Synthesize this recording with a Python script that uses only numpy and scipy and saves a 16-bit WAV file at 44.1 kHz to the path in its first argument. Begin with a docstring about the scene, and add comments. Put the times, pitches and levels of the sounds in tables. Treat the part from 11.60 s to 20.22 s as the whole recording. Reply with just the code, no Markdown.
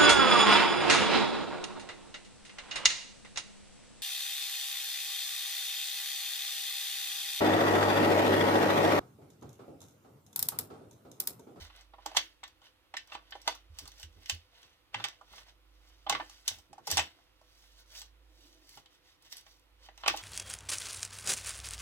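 """From the start hands pull a stiff backing sheet off sticky tape at a table in a small room: glue crackles, film slides.
Over that come snaps, dull or bright, each with a hollow flap as the sheet buckles, and soft bumps of the hands on the table.
The snaps crowd together near 4.5 s and 5.3 s, then grow sparse; a hand drags softly over the table near 6.9 s.
A last flurry of snaps comes near 8.5 s. Room air and a low hum that throbs about every two seconds run throughout.
Snaps and crackle are shaped noise, flaps and booms are fading sine waves, and the hum is one wavering sine."""
import sys
import numpy as np
from scipy import signal
from scipy.fft import rfft, irfft, next_fast_len
from scipy.io import wavfile
from scipy.ndimage import uniform_filter1d

SR = 44100
rng = np.random.default_rng(int(sys.argv[2]) if len(sys.argv) > 2 else 0)


def master(y):
    """Save y as 16-bit WAV."""
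    cut = np.clip(np.atleast_2d(y).T, -1, 1)
    pcm = np.round(cut * 32767)  # scale
    wavfile.write(sys.argv[1], SR, pcm.astype(np.int16))


N = 380141
TIME = np.arange(N) / SR

# the sheet buckles: t/s, pitch of the flapping panel f/Hz, flap level/dB, snap level/dB,
# brightness/dB (crack against snap); the layers are trimmed further in buckling()
BUCKLE_EVENTS = [(0.0985, 1070, -56.5, -57.5, -26), (0.209, 690, -75, -62, 1), (0.3356, 940, -50, -60, -21),
                 (0.3832, 748, -49.5, -67, -16), (0.4594, 874, -34.5, -42.5, 1.5),
                 (0.5141, 685, -45.5, -62, -4.5), (0.548, 1005, -41, -52, -3.5),
                 (0.5667, 977, -30, -25.5, -4), (0.57, 1078, -36, -24.5, -3.5),
                 (0.831, 1010, -46, -49.5, -19), (0.8366, 1110, -55, -43, -7.5),
                 (0.878, 1100, -67, -65.5, 7.5), (1.0165, 1024, -62, -63.5, -9),
                 (1.339, 1050, -39.5, -43, -14.5), (1.367, 860, -64, -35, -7), (1.473, 910, -80, -75, 11.5),
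                 (1.519, 1040, -46, -44, -21), (1.55, 1010, -38.5, -45, -12), (1.7076, 960, -86, -67.5, 11),
                 (1.7212, 965, -50.5, -42, -33.5), (1.752, 790, -42, -53, -11),
                 (1.8158, 720, -77, -68, 11.5), (1.8758, 920, -27, -27.5, -4),
                 (1.9491, 1130, -54.5, -68.5, 15), (2.1864, 1040, -56.5, -49.5, 8),
                 (2.2548, 1130, -56, -58, 2), (2.276, 1100, -58, -64, 15), (2.317, 1170, -80, -59, 1),
                 (2.397, 930, -62, -59.5, 5.5), (2.429, 980, -66, -47.5, -1),
                 (2.658, 940, -76, -48.5, -3.5), (2.696, 938, -43.5, -29, -2.5),
                 (3.029, 935, -80, -58, -4.5), (3.343, 950, -35, -32, -17),
                 (3.3989, 1050, -41.5, -44.5, -32), (3.4399, 1110, -44, -29.5, -7.5),
                 (3.448, 1090, -40, -42.5, -0.5), (3.484, 1160, -56, -48.5, 0),
                 (3.611, 1000, -48.5, -68, -3), (3.732, 1060, -53.5, -69, -5),
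                 (3.78, 1070, -55, -52.5, -12), (4.4652, 790, -33.5, -44, -33),
                 (4.4886, 860, -47, -47, -25), (4.4955, 920, -25.5, -28.5, -0.5),
                 (4.5237, 790, -30.5, -31, -10.5), (4.5482, 1027, -30, -33.5, -17.5),
                 (4.599, 950, -33.5, -39, -24), (4.6957, 1110, -59.5, -60.5, 6.5),
                 (4.8782, 1102, -48, -33.5, 7), (4.985, 823, -60, -71, 13.5), (5.129, 806, -48, -63, 3.5),
                 (5.1802, 850, -45.5, -69.5, 3), (5.27, 810, -50, -50.5, 10.5),
                 (5.2736, 818, -35, -47, 7.5), (5.3024, 803, -46.5, -43, 6.5), (5.3127, 748, -40, -44, 15),
                 (5.319, 827, -54, -38.5, -17.5), (5.3703, 860, -31, -32, 3.5),
                 (5.377, 852, -35.5, -27, -1.5), (5.3869, 845, -26, -34.5, -11),
                 (5.393, 787, -36, -27.5, -6.5), (5.812, 662, -60.5, -80, 7), (6.4159, 940, -60, -51, 3.5),
                 (7.1729, 865, -50, -55.5, -1.5), (7.258, 1070, -69, -58, -7),
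                 (7.7244, 1230, -63, -49.5, 4), (7.8637, 810, -58.5, -59.5, -8),
                 (8.2856, 805, -49.5, -55, -16), (8.376, 880, -60, -56.5, 0.5),
                 (8.4345, 1110, -39, -42, -29), (8.4601, 1140, -31, -31, -17),
                 (8.4777, 1140, -24, -31.5, 4), (8.481, 1110, -37, -23.5, -18.5),
                 (8.497, 1210, -38, -39.5, -6), (8.5397, 713, -33, -63, -1), (8.572, 850, -60, -46.5, 4.5),
                 (8.59, 820, -65, -52.5, -3)]
DULL_BELOW_DB = -6   # a snap with less brightness than this counts as dull


def from_db(db):
    """Turn decibels into gain."""
    return 10 ** (np.asarray(db) / 20)


def rms_one(x):
    """Scale to an average power of 1."""
    return x / np.sqrt(np.mean(x ** 2) + 1e-20)


def at_hz(points, hz):
    """Read a table between its points, on a log-frequency axis."""
    f, value = np.transpose(points)
    return np.interp(np.log(hz + 1), np.log(f + 1), value)


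def band(x, low_hz, high_hz, order=3):
    """Keep only the sound between two frequencies."""
    high_hz = min(high_hz, SR / 2 - 500)
    sos = signal.butter(order, [low_hz, high_hz], "band", fs=SR, output="sos")
    return signal.sosfilt(sos, x + 1e-18)


def soft_band(x, low_hz, high_hz):
    """Band-pass with a gentle foot and a steep top."""
    top = signal.butter(4, min(high_hz, SR / 2 - 500), fs=SR, output="sos")
    return signal.sosfilt(top, band(x, low_hz, high_hz, order=2))


def drift(rate):
    """Slow random wandering of spread 1, with `rate` new values per second."""
    knots = rng.standard_normal(int(N / SR * rate) + 2)
    return rms_one(np.interp(TIME * rate, np.arange(len(knots)), knots))


def stereo_noise(size, apart):
    """Noise that both sides share, plus a part of each side's own."""
    white = rng.standard_normal((3, *size))
    return white[0] + apart * white[1:]


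def place(bursts, times, level_db):
    """Lay stereo bursts out in time; a level is the burst's energy spread over 10 ms."""
    length = bursts.shape[-1]
    out = np.zeros((2, N + length))
    power = np.mean(np.sum(bursts ** 2, axis=-1), axis=0) / (.01 * SR)
    for k, s in enumerate(times):
        start = max(int(s * SR), 0)
        out[:, start:start + length] += bursts[:, k] * from_db(level_db[k]) / np.sqrt(power[k])
    return out[:, :N]


def resonance(hz, centre_hz, width_hz):
    """Response of one damped mode, 1 at its centre."""
    return 1j * hz * width_hz / (centre_hz ** 2 - hz ** 2 + 1j * hz * width_hz)


def background():
    """Room air is noise of a set colour; the low hum is a slightly unsteady sine that throbs slowly and evenly."""
    # colour of the room air: f/Hz, relative level/dB per Hz
    air_colour = [(15, -34.5), (25, -4.5), (84, 1), (223, -17.5), (309, -2.5), (451, -13.5), (503, -1.5),
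                  (560, -12), (1370, -10), (1610, -15.5), (1790, -12.5), (3430, -12.5), (7510, -27.5),
                  (13600, -26), (16000, -32.5)]
    air_db, hum_hz, hum_wander_hz, hum_waver_db = -69.5, 49.8, 1.1, 1.1
    swell_db, trough_db = -60, -79   # the swell is added to the trough
    throb_s, throb_peak_s = 2.11, 4.333
    throb_shape = 2.5   # the higher, the longer the hum stays low
    size = next_fast_len(N)
    hz = np.arange(size // 2 + 1) * SR / size
    spectrum = rfft(stereo_noise((size,), apart=1.0)) * from_db(at_hz(air_colour, hz))
    air = rms_one(irfft(spectrum, size))[:, :N]
    hum = np.sin(2 * np.pi * np.cumsum(hum_hz + hum_wander_hz * drift(6)) / SR)
    swell = np.abs(np.cos(np.pi * (TIME - throb_peak_s) / throb_s)) ** throb_shape
    throb = from_db(trough_db) + from_db(swell_db) * swell
    return from_db(air_db) * air + throb * from_db(hum_waver_db * drift(12)) * hum


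def pulling():
    """Each pull swells and fades; a brighter one has less rub and more fizz. Power of rub, scrape, fizz and sizzle."""
    # the hand pulls the sheet: t/s of the fastest moment, rise/s, fall/s, scrape level/dB, brightness/dB
    pulls = [(0.029, 0.12, 0.04, -55.5, -4.5), (0.191, 0.075, 0.048, -62.5, -8.5),
             (.5, 0.062, 0.055, -59, -15.5), (.575, .015, 0.015, -41.5, -2),
             (1.05, 0.026, 0.045, -66.5, -4.5), (1.55, 0.047, 0.013, -54.5, -9.5),
             (1.78, 0.13, 0.075, -66, -10), (1.885, 0.023, 0.035, -50, -6), (2.2, 0.046, 0.11, -61.5, -2.5),
             (2.42, 0.052, 0.031, -62, 2), (2.63, 0.088, 0.12, -70.5, -0.5),
             (2.705, 0.022, 0.036, -54.5, 1.5), (2.989, 0.06, 0.13, -66, -6.5),
             (3.342, 0.0091, 0.013, -56.5, -19), (3.4, 0.025, 0.1, -55, -12),
             (3.779, 0.077, 0.048, -58.5, -3), (3.889, 0.035, .025, -65.5, -4),
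             (4.299, .14, .1, -72.5, -2.5), (4.73, 0.23, .11, -66.5, -0.5),
             (4.885, 0.021, 0.065, -53, -0.5), (5.33, 0.039, 0.065, -46, 1), (5.58, 0.041, .1, -73.5, -4.5),
             (6.03, 0.16, 0.13, -72.5, 4), (6.2, 0.036, 0.026, -65.5, 1.5),
             (6.378, 0.065, 0.056, -57.5, 2.5), (6.83, 0.11, 0.18, -73, 3.5),
             (7.161, 0.11, 0.043, -67, 4.5), (7.34, 0.032, .04, -71, -1.5), (7.48, 0.039, 0.063, -71, 0.5),
             (7.659, 0.03, .03, -64, -1.5), (7.727, 0.015, .012, -59, 7), (7.775, 0.041, 0.044, -63.5, 3),
             (7.879, 0.035, 0.095, -75.5, 7), (8.258, 0.037, 0.021, -62, -4),
             (8.409, 0.02, 0.034, -66.5, -4), (8.58, 0.12, 0.12, -54, -5)]
    shape = 1.5   # 1 is a pointed swell, 2 a rounded one
    rub_db, fizz_db, sizzle_db = -4, 1, -6   # against the scrape
    rub_falls, sizzle_follows = .45, 1.1   # shares of the brightness
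    power = np.zeros((4, N))
    for s, rise_s, fall_s, db, bright_db in pulls:
        near = np.abs(TIME - s) < 1 / 2
        t = TIME[near] - s
        swell = np.exp(-np.abs(t / np.where(t < 0, rise_s, fall_s)) ** shape)
        colour_db = np.array([rub_db - rub_falls * bright_db, 0, fizz_db + bright_db,
                              sizzle_db + sizzle_follows * bright_db])
        power[:, near] += np.outer(from_db(db + colour_db), swell) ** 2
    return power


def buckle_levels():
    """A sharper crease is brighter, most of all at its top edge. Levels of flap, snap, crack and edge in dB."""
    edge_offset_db, edge_follows, dull_follows = -11.5, 1.42, 1.2
    _, _, flap_db, snap_db, bright_db = np.transpose(BUCKLE_EVENTS)
    dullness_db = np.minimum(bright_db - DULL_BELOW_DB, 0)
    # a dull crease loses its edge fast
    edge_db = edge_offset_db + edge_follows * bright_db + dull_follows * dullness_db
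    return flap_db, snap_db, snap_db + bright_db, snap_db + edge_db


def settling():
    """After a buckle the sheet slides on in a dying rustle. Power of rub, scrape, fizz and sizzle."""
    t60_s = 0.33   # time to fade by 60 dB
    share_db = np.array([-22, -21, -26, -18.5])   # against flap, snap, crack and edge
    kicks = np.zeros((4, N))
    starts = (np.array(BUCKLE_EVENTS)[:, 0] * SR).astype(int)
    kicks[:, starts] = from_db(np.array(buckle_levels()) + share_db[:, None]) ** 2
    return signal.lfilter([1], [1, -from_db(-60 / (t60_s * SR)) ** 2], kicks + 1e-18)


def crackle(low_hz, high_hz, per_s, size_db, smooth_db):
    """Tiny threads of glue and fibres let go at random, over the smooth hiss of sliding."""
    born = rng.random(N) < per_s / SR
    sizes = from_db(size_db * np.minimum(rng.exponential(1, N), 4))
    # each grain fades over about 4 ms
    grains = signal.lfilter([1], [1, -np.exp(-1 / (0.004 * SR))], born * sizes + 1e-18)
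    friction = (rms_one(grains) + from_db(smooth_db)) * stereo_noise((N,), apart=0.56)
    return rms_one(band(friction, low_hz, high_hz, order=2))


def sheet_colour(hz):
    """Each resonance of sheet and table top together lifts or hollows out a band."""
    # resonances: centre f/Hz, width/Hz, boost level/dB (negative makes a hollow)
    sheet_modes = [(1284, 120, -7), (1522, 60, 6.5), (1611, 68, -17.5), (1660, 19, 7), (1790, 19, 7),
                   (2052, 50, 6.5), (2446, 190, -2), (2690, 17, 8), (2850, 30, 3), (3030, 39, 8),
                   (3500, 960, 4), (4720, 560, 5), (5810, 460, 6), (7040, 630, -2.5), (7830, 110, 4.5)]
    lifts = [1 + (from_db(db) - 1) * resonance(hz, centre, width) for centre, width, db in sheet_modes]
    return np.prod(lifts, axis=0)


def flexing(x, patchy_db):
    """The sheet's resonances colour the rustle; as it bends, patches of pitch grow louder and softer."""
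    hz, _, frames = signal.stft(x, SR, nperseg=1024)
    patches = rng.standard_normal(frames.shape[1:])
    patches = uniform_filter1d(patches, size=5, axis=0)   # smooth over pitch
    patches = uniform_filter1d(patches, size=9, axis=1)   # smooth over time
    gain = from_db(patchy_db * rms_one(patches)) * np.abs(sheet_colour(hz))[:, None]
    return signal.istft(frames * rms_one(gain), SR)[1][:, :N]


def peeling():
    """The sheet slides over the table and the tape pulls away, with stray ticks where the glue holds on."""
    pull = pulling()
    rub_gain, scrape_gain, fizz_gain, sizzle_gain = np.sqrt(pull + settling())
    rub = rub_gain * crackle(550, 1400, per_s=130, size_db=6.5, smooth_db=4.5)
    scrape = scrape_gain * crackle(1600, 4000, per_s=480, size_db=5.5, smooth_db=0)
    fizz = fizz_gain * crackle(3300, 7000, per_s=380, size_db=4, smooth_db=-1.5)
    sizzle = sizzle_gain * crackle(8500, 16000, per_s=400, size_db=4.5, smooth_db=5)
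    tick_gain = from_db(-8) * np.sqrt(pull[2])
    ticks = tick_gain * crackle(2500, 13000, per_s=30, size_db=5.5, smooth_db=-29)
    return flexing(rub + scrape + fizz + sizzle + ticks, patchy_db=1.8)


def room(x, t60, treble_t60, treble_db, gap_s):
    """A short diffuse tail from the nearby walls, different on each side."""
    t = TIME[:SR // 2]
    white = rng.standard_normal((2, len(t)))
    tail = band(white, 200, 6200, order=2) * from_db(-60 * t / t60)
    treble = band(white[::-1], 5500, 17000, order=2) * from_db(-60 * t / treble_t60)
    tail += from_db(treble_db) * treble
    # the tail builds up after a short gap
    tail *= (1 - np.exp(-(t / gap_s) ** 2)) / np.sqrt(SR * t60 / np.log(1e6))
    return signal.fftconvolve(x, tail, axes=1)[:, :N]


def bumps(rise_s, boom_s, knock_s):
    """A soft hand sets the table top booming (a fading sine), with a dull knock (a burst of noise)."""
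    # hands on the table: t/s, boom level/dB, boom f/Hz, knock level/dB; both levels before the trims below
    hits = [(.009, -44.5, 79, -63.5), (0.561, -56.5, 86, -69), (1.535, -63, 62, -66), (2.099, -45, 76, -77),
            (2.212, -49.5, 75.6, -58), (2.436, -43.5, 77, -65), (2.559, -52, 83, -62),
            (2.723, -38.5, 83, -62.5), (3.028, -74, 61.5, -68), (3.352, -46, 113, -54),
            (3.39, -52, 116.6, -57.5), (3.708, -58.5, 61, -66), (4.502, -64.5, 118, -51),
            (4.526, -53.5, 125, -53), (4.905, -52, 92.6, -65), (4.963, -56, 75, -69), (5.091, -67, 70, -61),
            (5.191, -70, 68, -62), (5.279, -60, 86, -50.5), (5.323, -36.5, 84.5, -47),
            (5.38, -41.5, 78.2, -51), (7.157, -62, 133, -65), (8.488, -54, 86, -54.5)]
    s, boom_db, boom_hz, knock_db = np.transpose(hits)
    t = TIME[:SR // 3]
    onset = 1 - np.exp(-t / rise_s)
    boom = onset * np.exp(-t / boom_s) * np.sin(2 * np.pi * boom_hz[:, None] * t)
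    knock = stereo_noise((len(s), len(t)), apart=0.85) * onset * np.exp(-t / knock_s)
    knock = band(knock, 94, 460)
    booms = place(np.array([boom, boom]), s, boom_db)
    return from_db(-1.0) * booms + from_db(2.0) * place(knock, s, knock_db)


def flaps(times, pitch_hz, level_db, scatter_db, detune, focus_db, rise_s):
    """The panel swings over and rings for a few cycles; the modes nearest the pitch of the bend ring most."""
    # modes of the bent panel: f/Hz, level/dB, time to fade by 60 dB/s
    panel_modes = [(640, -6, 0.067), (760, -17.5, 0.028), (807.7, 3.5, 0.04), (866, -2.5, 0.033),
                   (985, -7.5, 0.052), (1120, -7, 0.074), (1212, -2.5, 0.033), (1395, -5, 0.071)]
    t, out = TIME[:SR // 14], 0
    for mode_hz, mode_db, t60 in panel_modes:
        strength, bend, phase = rng.standard_normal((len(times), 3)).T[:, :, None]
        octaves_off = np.abs(np.log2(mode_hz / pitch_hz[:, None]))
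        gain = from_db(mode_db + scatter_db * strength - focus_db * octaves_off)
        tone = np.sin(2 * np.pi * mode_hz * (1 + detune * bend) * t + np.pi * phase)
        out = out + gain * from_db(-60 * t / t60) * tone
    return place(np.array([out, out]) * (1 - np.exp(-t / rise_s)), times, level_db)


def ragged(count, size):
    """A crease gives way in fits and starts: a gain that jumps about within each snap."""
    fits = rms_one(uniform_filter1d(rng.standard_normal((count, size)), size=48, axis=1))
    return from_db(2 * fits)   # spread of 2 dB


def snaps(times, ring_hz, level_db, low_hz, high_hz, crack_s, shiver_s, shiver_db, apart, facet_db, facet_width_hz):
    """A crease gives way quickly, then bending waves shiver across the sheet and ring the facets beside it."""
    rise_at_ref_s, ref_hz, rise_follows = 0.00064, 3000, 1.2
    ring_db, ring_q = -0.5, 6.5   # lift and sharpness of the crease's main ring
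    size = next_fast_len(SR // 14)
    t, hz = TIME[:size], np.arange(size // 2 + 1) * SR / size
    ring_hz = ring_hz[:, None]
    envelope = np.exp(-t / crack_s) + from_db(shiver_db) * np.exp(-t / shiver_s)
    # the lower a crease rings, the more slowly it gives way
    rise_s = rise_at_ref_s * (ref_hz / ring_hz) ** rise_follows
    envelope = envelope * (1 - np.exp(-t / rise_s)) * ragged(len(times), size)
    bursts = stereo_noise((len(times), size), apart) * envelope
    facets_hz = rng.uniform(low_hz, high_hz, size=(len(times), 3, 1))
    facets = 1 + from_db(facet_db) * resonance(hz, facets_hz, facet_width_hz).sum(axis=1)
    main_ring = 1 + from_db(ring_db) * resonance(hz, ring_hz, ring_hz / ring_q)
    bursts = irfft(rfft(bursts) * sheet_colour(hz) * facets * main_ring, size)
    return place(soft_band(bursts, low_hz, high_hz), times, level_db)


def buckling():
    """Every buckle is a hollow flap of fading sines under a dull or bright snap made of noise bands."""
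    ring_ratio = 3.134   # main ring of a crease against the pitch of its flap
    dull_db_per_octave = 23.5   # a dull crease also rings lower
    s, pitch_hz, _, _, bright_db = np.transpose(BUCKLE_EVENTS)
    flap_db, snap_db, crack_db, edge_db = buckle_levels()
    dullness_db = np.minimum(bright_db - DULL_BELOW_DB, 0)
    ring_hz = ring_ratio * pitch_hz * 2 ** (dullness_db / dull_db_per_octave)
    flap = flaps(s, pitch_hz, flap_db, scatter_db=3.5, detune=0.015, focus_db=20.5, rise_s=0.003)
    puff = snaps(s, ring_hz, flap_db, 400, 1400, crack_s=0.0042, shiver_s=0.025, shiver_db=-6.5,
                 apart=1.0, facet_db=-1, facet_width_hz=360)
    snap = snaps(s, ring_hz, snap_db, 1450, 4250, crack_s=.0035, shiver_s=0.013, shiver_db=-7,
                 apart=1.0, facet_db=2.0, facet_width_hz=110)
    crack = snaps(s, ring_hz, crack_db, 4200, 8700, crack_s=0.002, shiver_s=0.01, shiver_db=-7.5,
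                  apart=1.0, facet_db=3.5, facet_width_hz=97)
    edge = snaps(s, ring_hz, edge_db, 9000, 15500, crack_s=.0006, shiver_s=.007, shiver_db=-8.0,
                 apart=0.78, facet_db=13, facet_width_hz=350)
    low = from_db(-2.5) * flap + from_db(-10.5) * puff
    return low + from_db(-0.34) * snap + from_db(0.5) * crack + from_db(-2.0) * edge


def table_top():
    """The settling sheet and one dragging hand rub the table top into a soft, low murmur of its resonances."""
    # resonances of the table top: f/Hz, width/Hz, level/dB
    top_modes = [(312, 57, 3), (500, 23, -5), (640, 90, -11)]
    drag_from_s, drag_to_s, drag_db = 6.67, 7.13, -70
    shake_db = -4   # the table's answer to the sheet's rub
    size = next_fast_len(N)
    hz = np.arange(size // 2 + 1) * SR / size
    body = sum(from_db(db) * np.abs(resonance(hz, centre, width)) ** 2 for centre, width, db in top_modes)
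    # skin catching and slipping
    slips = crackle(250, 900, per_s=82, size_db=1, smooth_db=2.5)
    drag = np.exp(-((2 * TIME - drag_from_s - drag_to_s) / (drag_to_s - drag_from_s)) ** 4)
    gain = from_db(drag_db) * drag + from_db(shake_db) * np.sqrt(settling()[0])
    return gain * rms_one(irfft(rfft(slips, size) * body, size)[:, :N])


def microphones(x):
    """Two ports hear the table with different delay and shading."""
    # lead of the left microphone: f/Hz, phase/rad
    lead = [(60, 0), (500, .05), (860, -.2), (1120, 1.5), (1720, .6), (2150, 1.7), (2580, 1.4), (3360, 2.6),
            (5250, 3.4), (7490, 5.7), (9600, 6.3), (15700, 6.3)]
    # left minus right: f/Hz, level/dB
    tilt = [(60, -4.5), (110, -1), (200, -6.5), (380, -2.5), (700, -3), (1290, -4), (2380, -1.5),
            (4400, -3.5), (8120, -0.5), (15000, -1.5)]
    size = next_fast_len(N + SR // 10)
    hz = np.arange(size // 2 + 1) * SR / size
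    shade = from_db(at_hz(tilt, hz) / 2)
    right = np.exp(-1j * at_hz(lead, hz)) / shade
    return irfft(rfft(x, size) * [shade, right], size)[:, :N]


def scene():
    """The sheet close by, its room, the table and the background."""
    sheet = buckling() + peeling()
    walls = room(sheet, t60=0.17, treble_t60=0.19, treble_db=-24.0, gap_s=0.0022)
    # the low flap radiates poorly, so the walls return mostly the snap
    walls = from_db(-5.5) * band(walls, 1400, 17000, order=1)
    table = bumps(rise_s=0.012, boom_s=0.03, knock_s=0.034) + table_top()
    return microphones(sheet + table + background()) + walls


def record(dry):
    """Cut the top steeply above 15.9 kHz."""
    return signal.sosfilt(signal.ellip(10, .1, 80, 15900, fs=SR, output="sos"), dry)


dry = scene()
out = record(dry)
master(out)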